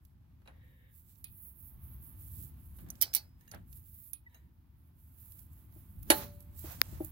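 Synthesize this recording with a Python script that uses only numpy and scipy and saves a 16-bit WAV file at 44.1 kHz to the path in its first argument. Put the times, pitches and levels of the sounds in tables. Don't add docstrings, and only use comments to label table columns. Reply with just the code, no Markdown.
import sys
import numpy as np
from scipy import signal
from scipy.fft import rfft, irfft, next_fast_len
from scipy.io import wavfile
from scipy.ndimage import uniform_filter1d

SR = 44100
rng = np.random.default_rng(int(sys.argv[2]) if len(sys.argv) > 2 else 0)


def persist_wave(psi):
    counts = np.round(np.clip(psi, -1, 1) * 32767).astype(np.int16)
    wavfile.write(sys.argv[1], SR, np.atleast_2d(counts).T)


def invert_db(level):
    return 10 ** (np.asarray(level, dtype=float) / 20)


N = 313683


def gain_at(hz, points):
    f, db = np.transpose(points)
    octave = np.log2(np.maximum(hz, 1))
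    ends = np.log2(f)
    beyond = np.maximum(ends[0] - octave, 0) + np.maximum(octave - ends[-1], 0)
    return invert_db(np.maximum(np.interp(octave, ends, db) - 30 * beyond, -90))


def colour(x, points):
    size = 4096
    ceps = irfft(np.log(gain_at(np.fft.rfftfreq(size, 1 / SR), points)))
    ceps[1:size // 2] *= 2
    ceps[size // 2 + 1:] = 0
    taps = irfft(np.exp(rfft(ceps)))
    taps = taps / np.sqrt(np.sum(taps ** 2))
    return signal.fftconvolve(x, taps[None], axes=1)[:, :N]


def resonate(x, bands):
    out = 0
    for hz, width, db in bands:
        b, a = signal.iirpeak(hz, hz / width, fs=SR)
        out = out + invert_db(db) * signal.lfilter(b, a, x) * np.sqrt(1000 / width)
    return out


def walk(rate_hz, channels=1):
    k = max(int(SR / rate_hz), 2)
    held = np.repeat(rng.standard_normal((channels, N // k + 1)), k, axis=1)[:, :N]
    return 1.1 * uniform_filter1d(uniform_filter1d(held, k), k)


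def pair(alike, length=N):
    mid, side = rng.standard_normal((2, length))
    alike = np.clip(alike, 0, 1)
    sides = side * np.array([[1], [-1]])
    return (np.sqrt(1 + alike) * mid + np.sqrt(1 - alike) * sides) / np.sqrt(2)


def add(out, s, sound):
    i = int(s * SR)
    out[:, i:i + sound.shape[-1]] += sound[..., :N - i]


def ring(modes, scatter_db, push_s=.0001):
    hz, db, t60 = np.transpose(modes)[:, :, None]
    t = np.arange(int(min(t60.max(), .6) * SR)) / SR
    waves = np.exp((2j * np.pi * hz - np.log(1000) / t60) * t) * invert_db(db) / (1 + (hz * push_s) ** 2)
    luck = scatter_db * rng.standard_normal((2, 2, len(modes)))
    heard = invert_db(luck[0]) * np.exp(.3j * luck[1])
    return np.imag(heard @ waves) * (1 - np.exp(-t / push_s))


def crack(t60_s, chatter_db, alike=0.19):
    t = np.arange(int(.25 * SR)) / SR - .0006
    chatter = invert_db(chatter_db * np.repeat(rng.standard_normal(len(t) // 30 + 1), 30)[:len(t)])
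    fade = invert_db(-60 * t / max(t60_s, .004)) * chatter
    tail = invert_db(-27 - 60 * t / .12)
    return pair(alike, len(t)) * np.where(t > 0, fade + tail, .08)


def strike(track, modes, hits):
    for s, db in hits:
        add(track, s, invert_db(db) * ring(modes, scatter_db=1.5))


def strokes(rows, rise_db_s, fall_db_s):
    t = np.arange(0, N + 64, 64) / SR
    s, hold, db, *more = np.transpose(rows)[:, :, None]
    db = db - rise_db_s * np.maximum(s - t, 0) - fall_db_s * np.maximum(t - s - hold, 0)
    layers = [db] + [db + m for m in more]
    return [np.interp(np.arange(N) / SR, t, np.sqrt(np.sum(invert_db(2 * d), 0))) for d in layers]


# f/Hz, level/dB, decay/s
HEAD_MODES = [(9640, -1, 0.12), (9960, 0, .045), (11800, -5, .05), (14200, -6, .03), (10380, -5, .06)]


def ticks(rows):
    bright, dull, rings = np.zeros((3, 2, N))
    for s, bright_db, dull_db, t60_s, head_db in rows:
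        add(bright, s, invert_db(bright_db) * crack(t60_s, chatter_db=1.8))
        add(dull, s, invert_db(dull_db) * crack(1.3 * t60_s, chatter_db=4.0))
        add(rings, s + .0006, invert_db(bright_db + head_db + 3) * ring(HEAD_MODES, scatter_db=1.5))
    return bright, dull, rings


def steel_noise(bright, dull):
    bright = colour(bright, [(7500, -10), (9500, -8.0), (12000, 3.5), (14000, -0.5), (15200, 4), (16000, -9)])
    dull = colour(dull, [(1200, -14.5), (2500, -5.0), (4500, 0.5), (6000, 6.0), (8000, -12.5)])
    return invert_db(-1.5) * bright + invert_db(-4.5) * dull


# f/Hz, width/Hz, level/dB
HOUSING_BANDS = [(2310, 210, -4.5), (3020, 190, -10.5), (3870, 170, -7), (4600, 130, -4), (4980, 160, -2),
                 (5300, 90, 2), (5877, 120, -8), (5880, 190, -1.5), (6990, 250, -6.5), (7950, 150, -7.5),
                 (8060, 130, -2)]
# t/s, bright level/dB, dull level/dB, decay/s
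LATCH_CRACKS = [(3.007, -50, -47, .012), (3.012, -21, -32, .008), (3.0128, -16, -34, .007),
                (3.0141, -16, -34, .007), (3.0154, -17, -34, .012), (3.0212, -6.5, -28, .011),
                (3.0233, -15, -31, .015), (3.0252, -19, -33, .04), (3.0298, -29, -36, .035),
                (3.0344, -45, -42, .11), (3.1368, -26, -35, .018), (3.1483, -11, -26, .016),
                (3.1519, -20, -35, .024), (3.1563, -24, -34, .04), (3.1614, -25, -36, .03),
                (3.1655, -32, -40, .08), (6.1016, -9, -20, .01)]


def latch():
    bright, dull, rings = ticks([(*row, -26) for row in LATCH_CRACKS])
    noise = steel_noise(bright, invert_db(-3.5) * dull)
    return noise + invert_db(-1.5) * resonate(dull, HOUSING_BANDS), rings


# f/Hz, level/dB per Hz
PAWL_BRIGHT_SPECTRUM = [(7500, -15.5), (9500, -8), (11000, 9.5), (13000, 3), (15000, -2.5)]
PAWL_DULL_SPECTRUM = [(1200, -13), (1900, -8.5), (2500, -9), (3500, -15), (4500, 0.5), (5300, -6),
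                      (7000, -1)]
# f/Hz, level/dB, decay/s
DRIVE_MODES = [(2480, 1, .22), (2550, -3, .16), (1215, -5, .1), (1300, -12, .2), (3225, -6, .1),
               (3634, -4, .1), (4377, -5, .1), (4800, -8, .1)]
# f/Hz, level/dB per Hz
DRIVE_BUZZ_SPECTRUM = [(2000, -3), (2600, -5), (3600, 2), (4600, -2)]
# t/s, bright level/dB, dull level/dB, head ring/dB against the bright, drive ring level/dB
PAWL_CLICKS = [
    (1.2419, -35, -47.5, -4, -59),
    (2.9032, -31.5, -61.5, -18, -77.5),
    (3.515, -41, -49.5, -8, -78),
    (4.1323, -31, -57, 0.5, -64),
]


def pawl():
    bright, dull, rings = ticks([(*row[:3], 0.0177, row[3]) for row in PAWL_CLICKS])
    drive_hits = [(row[0] + 0.0014, row[4]) for row in PAWL_CLICKS]
    drive, buzz = np.zeros((2, 2, N))
    strike(drive, DRIVE_MODES, drive_hits)
    for s, db in drive_hits:
        buzz_db = -52.5 + 0.95 * (db + 47.0)
        add(buzz, s, invert_db(buzz_db) * crack(0.17, chatter_db=6.0))
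    noise = colour(bright, PAWL_BRIGHT_SPECTRUM) + colour(dull, PAWL_DULL_SPECTRUM)
    return noise + colour(buzz, DRIVE_BUZZ_SPECTRUM), rings, drive


# t/s, bright level/dB, dull level/dB
SMALL_TICKS = [(0.0495, -51, -62), (0.474, -78, -60), (1.155, -59, -64), (2.786, -51, -67),
               (2.8075, -52, -68), (2.8868, -49, -63), (2.9536, -50, -57), (3.1325, -40, -38.5),
               (3.409, -57, -64), (3.4763, -57, -61.5), (3.5454, -45, -52), (3.727, -43, -55),
               (4.2953, -71, -80), (4.344, -62, -63), (5.32, -44, -61), (5.391, -43.5, -60),
               (5.5308, -51, -80), (5.7235, -59, -72), (6.029, -38.5, -61), (6.404, -41, -59.5),
               (6.4245, -49, -67), (6.5914, -37.5, -70), (7.0463, -30.5, -63)]


def light_ticks():
    bright, dull, rings = ticks([(*row, 0.019, -36) for row in SMALL_TICKS])
    return steel_noise(bright, dull), rings


# t/s, level/dB
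TUBE_MODES = [(5084, 0, 0.6)]
TUBE_STRIKES = [(3.024, -51)]
SPRING_MODES = [(4445, 0, .125)]
SPRING_STRIKES = [(3.031, -42), (3.157, -44), (3.164, -39)]
ROLLER_MODES = [(9960, 0, .045), (8350, -16, .03)]
ROLLER_STRIKES = [(3.022, -30), (3.1375, -38), (3.149, -12)]
PIN_MODES = [(6080, -5, 0.032), (6480, -3, 0.017), (5480, -14.5, 0.034)]
PIN_STRIKES = [(1.2425, -61), (2.9023, -30.5), (3.5134, -38.5), (4.1327, -38.5)]
TANG_MODES = [(5200, 0, .02), (6900, -6, .012)]
TANG_STRIKES = [(3.0125, -33), (3.0158, -27), (3.0216, -23), (3.0262, -32), (3.149, -31)]
PLATE_MODES = [(9640, 0, .15)]
PLATE_STRIKES = [(3.023, -29), (3.151, -36)]
COLLAR_MODES = [(3110, 0, .03)]
COLLAR_STRIKES = [(3.0295, -33), (3.041, -45)]
DETENT_MODES = [(14500, 0, .016), (13200, -5, .014)]
DETENT_STRIKES = [(3.1488, -9), (3.137, -28)]


def firm_parts():
    rings = np.zeros((2, N))
    strike(rings, TUBE_MODES, TUBE_STRIKES)
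    strike(rings, SPRING_MODES, SPRING_STRIKES)
    strike(rings, ROLLER_MODES, ROLLER_STRIKES)
    strike(rings, PIN_MODES, PIN_STRIKES)
    strike(rings, TANG_MODES, TANG_STRIKES)
    strike(rings, PLATE_MODES, PLATE_STRIKES)
    strike(rings, COLLAR_MODES, COLLAR_STRIKES)
    strike(rings, DETENT_MODES, DETENT_STRIKES)
    return rings


# t/s, level/dB
HANDLE_MODES = [(3766, -17, .07), (2996, -18, .08), (853, -22, .25), (800, -28, .12)]
HANDLE_STRIKES = [
    (3.029, -34),
    (3.161, -31.5),
]
BEAM_MODES = [(2062, -20, .2), (2420, -17, .14), (2606, -23, .2), (3381, -22, .17), (3790, -13, .1),
              (4030, -15, .2), (4387, -14, .17), (4840, -18, .23), (5233, -12, .12), (5400, -22, .22),
              (5841, -14, .07)]
BEAM_STRIKES = [(3.03, -34), (3.152, -30.5), (3.166, -41)]
SOCKET_MODES = [(6500, -6, .13), (13600, 9, .09), (3940, -18, .12), (1780, -5, .06), (2789, -13, .08),
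                (11900, -2, .08), (9300, -6, .08)]
SOCKET_STRIKES = [(3.41, -65), (3.479, -48.5), (4.296, -73), (4.345, -52.5)]
WALL_MODES = [(3940, 0, .16), (3850, -5, .1), (4060, -7, .1)]
WALL_STRIKES = [(4.3, -78), (4.356, -69)]
KNOCK_MODES = [(3930, 2, 0.05), (2720, 3, 0.059), (2440, -5, 0.079), (875, -5, 0.14)]
KNOCK_STRIKES = [
    (0.456, -70),
    (0.475, -57),
]


def loose_parts():
    rings = np.zeros((2, N))
    strike(rings, KNOCK_MODES, KNOCK_STRIKES)
    strike(rings, BEAM_MODES, BEAM_STRIKES)
    strike(rings, WALL_MODES, WALL_STRIKES)
    strike(rings, HANDLE_MODES, HANDLE_STRIKES)
    strike(rings, SOCKET_MODES, SOCKET_STRIKES)
    return rings


def squeak():
    out, length_s = np.zeros((2, N)), 0.024
    start_hz, sag_hz_per_s = 2030, 6700
    t = np.arange(int(length_s * SR)) / SR
    tone = np.sin(2 * np.pi * (start_hz - sag_hz_per_s * t / 2) * t)
    add(out, 4.26, invert_db(-49.5) * np.sin(np.pi * t / length_s) * tone)
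    return out


def wrench():
    latch_noise, latch_rings = latch()
    pawl_noise, pawl_rings, drive = pawl()
    tick_noise, tick_rings = light_ticks()
    firm = latch_rings + pawl_rings + tick_rings + firm_parts() + squeak()
    loose = drive + loose_parts()
    rings = firm * invert_db(1.5 * walk(110)) + loose * invert_db(3.5 * walk(250) - 2)
    return latch_noise + pawl_noise + tick_noise + rings


# t/s, hold/s, level/dB, low groan/dB and higher groan/dB against the level
CREEP_SLIDES = [(0.53, .05, -80.5, 1, -20), (0.616, 0.28, -76.5, -6.5, -25), (3.418, 0.1, -81, -11.5, -4),
                (4.264, 0.071, -88, -18, 5), (4.342, 0.013, -75, -15, -7), (4.423, 0.049, -88.5, -23, 2)]
# f/Hz, width/Hz, level/dB
SOCKET_BANDS = [(1800, 380, 1), (2160, 400, -4), (2900, 1000, -9), (3680, 500, -10)]
LOW_GROAN_BANDS = [(500, 170, 0), (940, 150, 0)]


def creep():
    level, *groans = strokes(CREEP_SLIDES, rise_db_s=250, fall_db_s=180)
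    t, starts = np.arange(N) / SR, np.array(CREEP_SLIDES)[:, 0]
    latest = np.maximum(np.searchsorted(starts, t) - 1, 0)
    since = np.clip(t - starts[latest], 0, .6)
    turns = np.cumsum(1 - .1 * (since - .18)) / SR
    gains, out = [level] * len(SOCKET_BANDS) + groans, 0
    for (hz, width, db), gain in zip(SOCKET_BANDS + LOW_GROAN_BANDS, gains):
        span = int(SR / width)
        cos, sin = (uniform_filter1d(uniform_filter1d(pair(0.36), span), span) * np.sqrt(span)
                    for _ in range(2))
        angle = 2 * np.pi * hz * turns
        out = out + gain * invert_db(db) * (cos * np.cos(angle) + sin * np.sin(angle))
    return out * invert_db(0.82 * walk(180) + 0.9 * walk(23) + 2.0)


# f/Hz, level/dB, decay/s
TYRE_MODES = [(331, 2, 0.082), (309.8, -10, 0.2), (367, -17.5, 0.024), (520, -11, 0.07), (593, -9.5, 0.051),
              (610, -8, 0.11), (780, -11.5, 0.12), (824, -19, 0.065)]
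RIM_MODES = [(581, -13, 0.72), (575, 9, .08), (754, -12, 0.3), (867, 0.5, 0.25), (1470, -9, 0.18),
             (1728, 6, 0.11), (2170, -3, 0.09), (2611, -10, 0.15), (2900, -14, .2), (3004, -3, .11),
             (4344, -8, .3), (4522, -2, .11), (1000, -9, 0.1), (2400, -1, 0.05),
             (393, -12, .4), (520, -4, .06), (1085, -4, .07), (1195, -13, .26), (1350, -6, .14),
                (1943, -3, .07), (3120, -8, .08), (3795, -5, .13), (4100, -9, .2), (5658, -12, .2),
                (5846, -7, .12), (1900, 15, .009), (4500, 14, .012), (3000, 8, .01)]
CAP_MODES = [(9700, 0, .014), (10600, -1, .012), (11900, -6, .01)]
# t/s, level/dB
CAP_STRIKES = [
    (6.1019, -5),
    (6.1032, -11),
    (6.1085, -22),
    (6.1115, -22),
]
# t/s, level/dB
TYRE_BUMPS = [
    (3.04, -52),
    (3.164, -54),
    (5.759, -46),
    (6.64, -35.5),
    (6.923, -44.5),
    (7.003, -22.5),
]
# t/s, level/dB, rattle/dB against it, decay/s
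GLANCING_SCUFFS = [(.418, -67, -12, .04), (.458, -60, -14, 0.13), (.475, -50, -15.5, 0.12),
                   (2.785, -58, -5.5, 0.14), (2.861, -59, -21.5, 0.41), (3.011, -48.5, -31, 0.24),
                   (3.154, -55, -20.5, 0.23), (3.519, -54, -8, 0.19), (3.536, -41.5, -30, 0.09),
                   (4.345, -63.5, -22, 0.17)]
# f/Hz, level/dB per Hz
SCUFF_SPECTRUM = [(300, -4), (650, 2.5), (1000, -3), (1600, 0), (2500, -10.5), (4000, -18)]
RATTLE_SPECTRUM = [(500, -8.5), (1500, -25), (3000, -10), (5000, -15), (7000, -7.5), (9000, -10.5),
                   (10000, 2), (12000, -5.5), (14000, -16), (16000, -19.5)]
HUB_SPECTRUM = [(3700, -4.5), (4050, 5.5), (4300, 0), (4550, 3.5), (4800, -10)]
# f/Hz, width/Hz, level/dB
SPOKE_BANDS = [(1180, 110, -9.5), (1950, 110, -0.5), (2330, 420, 3.5), (2900, 150, 0.5), (3740, 160, -2),
               (4200, 110, -0.5), (4390, 120, 0.5), (5870, 160, -7)]


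def wheel():
    thumps, rattles, scuffs, hub = np.zeros((4, 2, N))
    blow_s, blow_db, blow_t60_s = 6.101, -15, 0.081
    rim = ring(RIM_MODES, scatter_db=1.0, push_s=0.0002)
    add(thumps, blow_s + 0.00079, invert_db(blow_db - 14.5) * rim)
    for s, db in CAP_STRIKES:
        add(thumps, s, invert_db(db) * ring(CAP_MODES, scatter_db=.5))
    add(rattles, blow_s, invert_db(blow_db + 2) * crack(blow_t60_s, chatter_db=0.0))
    # t/s, level/dB, scuff/dB against it, decay/s, push/s
    pushes = [(blow_s, blow_db, -2.5, blow_t60_s, 0.00076)]
    pushes += [(s, db, -38, 0.27, 0.0014) for s, db in TYRE_BUMPS]
    for s, db, scuff_db, t60_s, push_s in pushes:
        add(thumps, s + .0007, invert_db(db - 6) * ring(TYRE_MODES, scatter_db=.6, push_s=push_s))
        add(scuffs, s, invert_db(db + scuff_db - 6) * crack(1.6 * t60_s, chatter_db=2.6))
    for s, db, rattle_db, t60_s in GLANCING_SCUFFS:
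        add(rattles, s, invert_db(db + rattle_db) * crack(t60_s, chatter_db=-2.5))
        add(scuffs, s, invert_db(db - 6) * crack(1.6 * t60_s, chatter_db=2.6))
    high = signal.butter(4, 250, "high", fs=SR, output="sos")
    thumps, scuffs = signal.sosfilt(high, [thumps, colour(scuffs, SCUFF_SPECTRUM)])
    t = np.arange(SR // 2) / SR
    add(hub, blow_s, pair(0.54, SR // 2) * invert_db(-47 - 60 * t / 0.42))
    hub = colour(hub * invert_db(1.3 * walk(130)), HUB_SPECTRUM)
    rattle = colour(rattles, RATTLE_SPECTRUM) + invert_db(-6) * resonate(rattles, SPOKE_BANDS)
    return hub + thumps * invert_db(1.5 * walk(120)) + scuffs + rattle


# t/s, f/Hz, level/dB, length/cycles
LEFT_SNAP = [(6.81594, 4600, -5, 3.0), (6.81606, 1950, -6, 2.0), (6.8158, 15500, -22, 8.0),
             (6.8158, 10500, -20, 6.0), (6.8168, 600, -29, 1.5), (6.8176, 3200, -37, 5.0)]
RIGHT_SNAP = [(6.8156, 12000, -8, 8.0), (6.8156, 15000, -4, 8.0), (6.8158, 3800, -25, 3.5),
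              (6.8161, 11800, -24, 24.0), (6.8157, 7400, -33, 6.0), (6.8155, 380, -29, 1.5)]


def snap():
    out = np.zeros((2, N))
    for port, bursts in enumerate((LEFT_SNAP, RIGHT_SNAP)):
        for s, hz, db, cycles in bursts:
            turn = np.arange(int(cycles * SR / hz)) * hz / SR
            swell = np.sin(np.pi * turn / cycles)
            add(out[port:port + 1], s, invert_db(db) * swell * np.sin(2 * np.pi * turn))
    return signal.sosfilt(signal.butter(2, 250, "high", fs=SR, output="sos"), out)


# t/s, hold/s, fine rustle level/dB, coarse scrape/dB against it
CLOTH_STROKES = [(.04, 0.047, -75, -11), (.64, 0.17, -75.5, -10.5), (.955, 0.043, -58, -12),
                 (1.1, .03, -58.5, -8), (1.18, 0.12, -62.5, -22), (1.32, 0.053, -56, -28),
                 (1.39, 0.099, -51.5, -26.5), (1.6, 0.086, -52.5, -22), (1.83, 0.12, -56, -30),
                 (2.035, 0.057, -50.5, -24), (2.2, .16, -50.5, -16.5), (2.39, 0.049, -47, -13.5),
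                 (2.6, 0.13, -61, -16.5), (2.77, 0.052, -57, -16), (2.9, 0.33, -65, -4.5),
                 (3.41, 0.17, -70.5, -7), (3.73, 0.045, -52.5, -15), (3.86, 0.035, -55.5, -14.5),
                 (3.95, 0.13, -52.5, -17), (4.34, 0.034, -71, -6.5), (4.8, 0.086, -72, -17),
                 (5.0, 0.18, -64, -13), (5.19, 0.16, -54.5, -14.5), (5.39, 0.02, -54.5, -13),
                 (5.53, 0.088, -62, -11.5), (5.74, 0.08, -58, -13.5), (5.9, 0.2, -61, -18),
                 (6.14, 0.053, -39.5, -13.5), (6.32, 0.13, -63, -11.5), (6.59, 0.13, -48, -9),
                 (6.74, 0.21, -56.5, -4.5),
    (7.02, 0.041, -49, -14.5),
]
# f/Hz, level/dB per Hz
FINE_SPECTRUM = [(6000, -39.5), (8500, -17.5), (10000, -6.5), (12000, 0.5), (13500, 1), (16000, 2)]
COARSE_SPECTRUM = [(1500, -11), (3000, -12.5), (4000, -9.5), (6000, -7), (7800, 1.5), (10000, -7),
                   (12000, -13.5)]


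def cloth():
    fine_gain, coarse_gain = strokes(CLOTH_STROKES, rise_db_s=268, fall_db_s=193)
    grain = invert_db(2.0 * walk(900, channels=2) + 1.2 * walk(45))
    fine = colour(pair(0.) * grain, FINE_SPECTRUM) * np.hypot(fine_gain, invert_db(-80.5)) * invert_db(2.5)
    coarse = colour(pair(0.) * grain, COARSE_SPECTRUM) * np.hypot(coarse_gain, invert_db(-104.5)) * invert_db(-3.5)
    lower = signal.sosfilt(signal.butter(2, 12500, fs=SR, output="sos"), fine)
    upper = fine - lower
    return lower * invert_db(1.2 * walk(8.6)) + upper * invert_db(1.3 * walk(5) - 1.5) + coarse


# t/s, hold/s, level/dB
BOOT_DRAGS = [
    (6.13, 0.091, -48),
    (6.66, 0.07, -54.5),
    (6.8, 0.18, -64.5),
]
# f/Hz, level/dB per Hz
GRASS_SPECTRUM = [(500, 1), (1200, -1.5), (2000, -5), (3000, -9.5), (4500, -10), (6500, -6)]


def boot():
    drag, = strokes(BOOT_DRAGS, rise_db_s=398, fall_db_s=226)
    return colour(pair(0.13) * invert_db(1.3 * walk(280)), GRASS_SPECTRUM) * drag


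# t/s, wind level/dB
GUSTS = [(0.0, -64), (0.57, -59.5), (0.87, -66), (1.68, -58.5), (1.92, -52), (2.3, -55.5), (2.87, -54.5),
         (3.11, -59.5), (3.72, -60.5), (4.12, -65.5), (4.51, -64.5), (4.81, -62), (4.95, -62), (5.78, -56),
         (6.16, -54.5), (6.5, -54), (6.91, -49), (7.11, -49)]
# t/s, hold/s, deep thud level/dB, higher thud/dB against it
WEIGHT_SHIFTS = [(.58, 0.1, -60.5, -27), (2.4, 0.01, -51, -9.5), (2.83, 0.039, -48, -10),
                 (3.56, 0.015, -48.5, -13.5), (3.72, 0.13, -56, -23.5), (4.45, 0.042, -57.5, -18),
                 (5.98, 0.012, -46, -28.5), (6.1, 0.11, -51, -3), (6.93, 0.017, -44.5, -21)]
# f/Hz, level/dB per Hz
RUMBLE_SPECTRUM = [(15, -45.5), (25, -19.5), (54, -1.5), (70, 3.5), (122, -5.5), (145, -9.5), (180, -15.5),
                   (230, -42.5), (400, -120)]
LOW_WASH_SPECTRUM = [(120, -4), (170, 2.5), (260, -1), (350, -10.5), (450, -24), (600, -29.5)]
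FAR_WASH_SPECTRUM = [(300, -5.5), (500, -4), (900, 2.5), (1300, -1.5), (2000, -6), (3500, -11.5),
                     (7000, -18), (16000, -17.5)]
HISS_SPECTRUM = [(2500, -4), (5000, 9), (9000, 0), (15500, 4.5)]


def air():
    gust_s, wind_db = np.transpose(GUSTS)
    gust_db = np.interp(np.arange(N) / SR, gust_s, wind_db)
    deep, higher = strokes(WEIGHT_SHIFTS, rise_db_s=208.5, fall_db_s=121.5)
    swell_db = gust_db + 60
    rumble_gain = np.hypot(invert_db(gust_db + 2.5), deep) * invert_db(1.6 * walk(10))
    low_gain = np.hypot(invert_db(-74 + 0.76 * swell_db), higher) * invert_db(4.5 + 0.41 * walk(10.0))
    far_gain = invert_db(-78 + 0.81 * swell_db + .8 * walk(40))
    rumble = colour(pair(.92), RUMBLE_SPECTRUM) * rumble_gain
    low = colour(pair(0.66), LOW_WASH_SPECTRUM) * low_gain
    far = colour(pair(0.036), FAR_WASH_SPECTRUM) * far_gain
    return rumble + low + far + colour(pair(0.), HISS_SPECTRUM) * invert_db(-91.5)


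# f/Hz, level/dB
LEFT_SHADE = [(100, 0.5), (550, 1.5), (1000, -1), (2000, -1), (3300, 1.5), (4500, -1), (6000, -6.5),
              (7000, -13), (8200, -31), (9300, -21.5), (11000, -18.5), (13000, -12.5), (16000, -6)]


def ports(x, lag_s):
    size = next_fast_len(N)
    hz = np.fft.rfftfreq(size, 1 / SR)
    f, db = np.transpose(LEFT_SHADE)
    shade = invert_db(np.interp(np.log(hz + 1), np.log(f), db))
    delay = np.exp(-2j * np.pi * hz * lag_s)
    return np.array([irfft(rfft(x[0], size) * shade * delay, size)[:N], x[1]])


def scene():
    near = wrench() + creep() + wheel() + cloth() + boot()
    return ports(near, lag_s=0.00025) + ports(air(), lag_s=0) + snap()


def roll_off(x):
    return signal.sosfilt(signal.butter(12, 17150, fs=SR, output="sos"), x)


def record(dry):
    top = 1.05
    rounded = np.tanh(dry / top) * top
    mix = signal.sosfilt(signal.ellip(6, .2, 30, 15750, fs=SR, output="sos"), rounded)
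    return roll_off(mix)


dry = scene()
out = record(dry)
persist_wave(out)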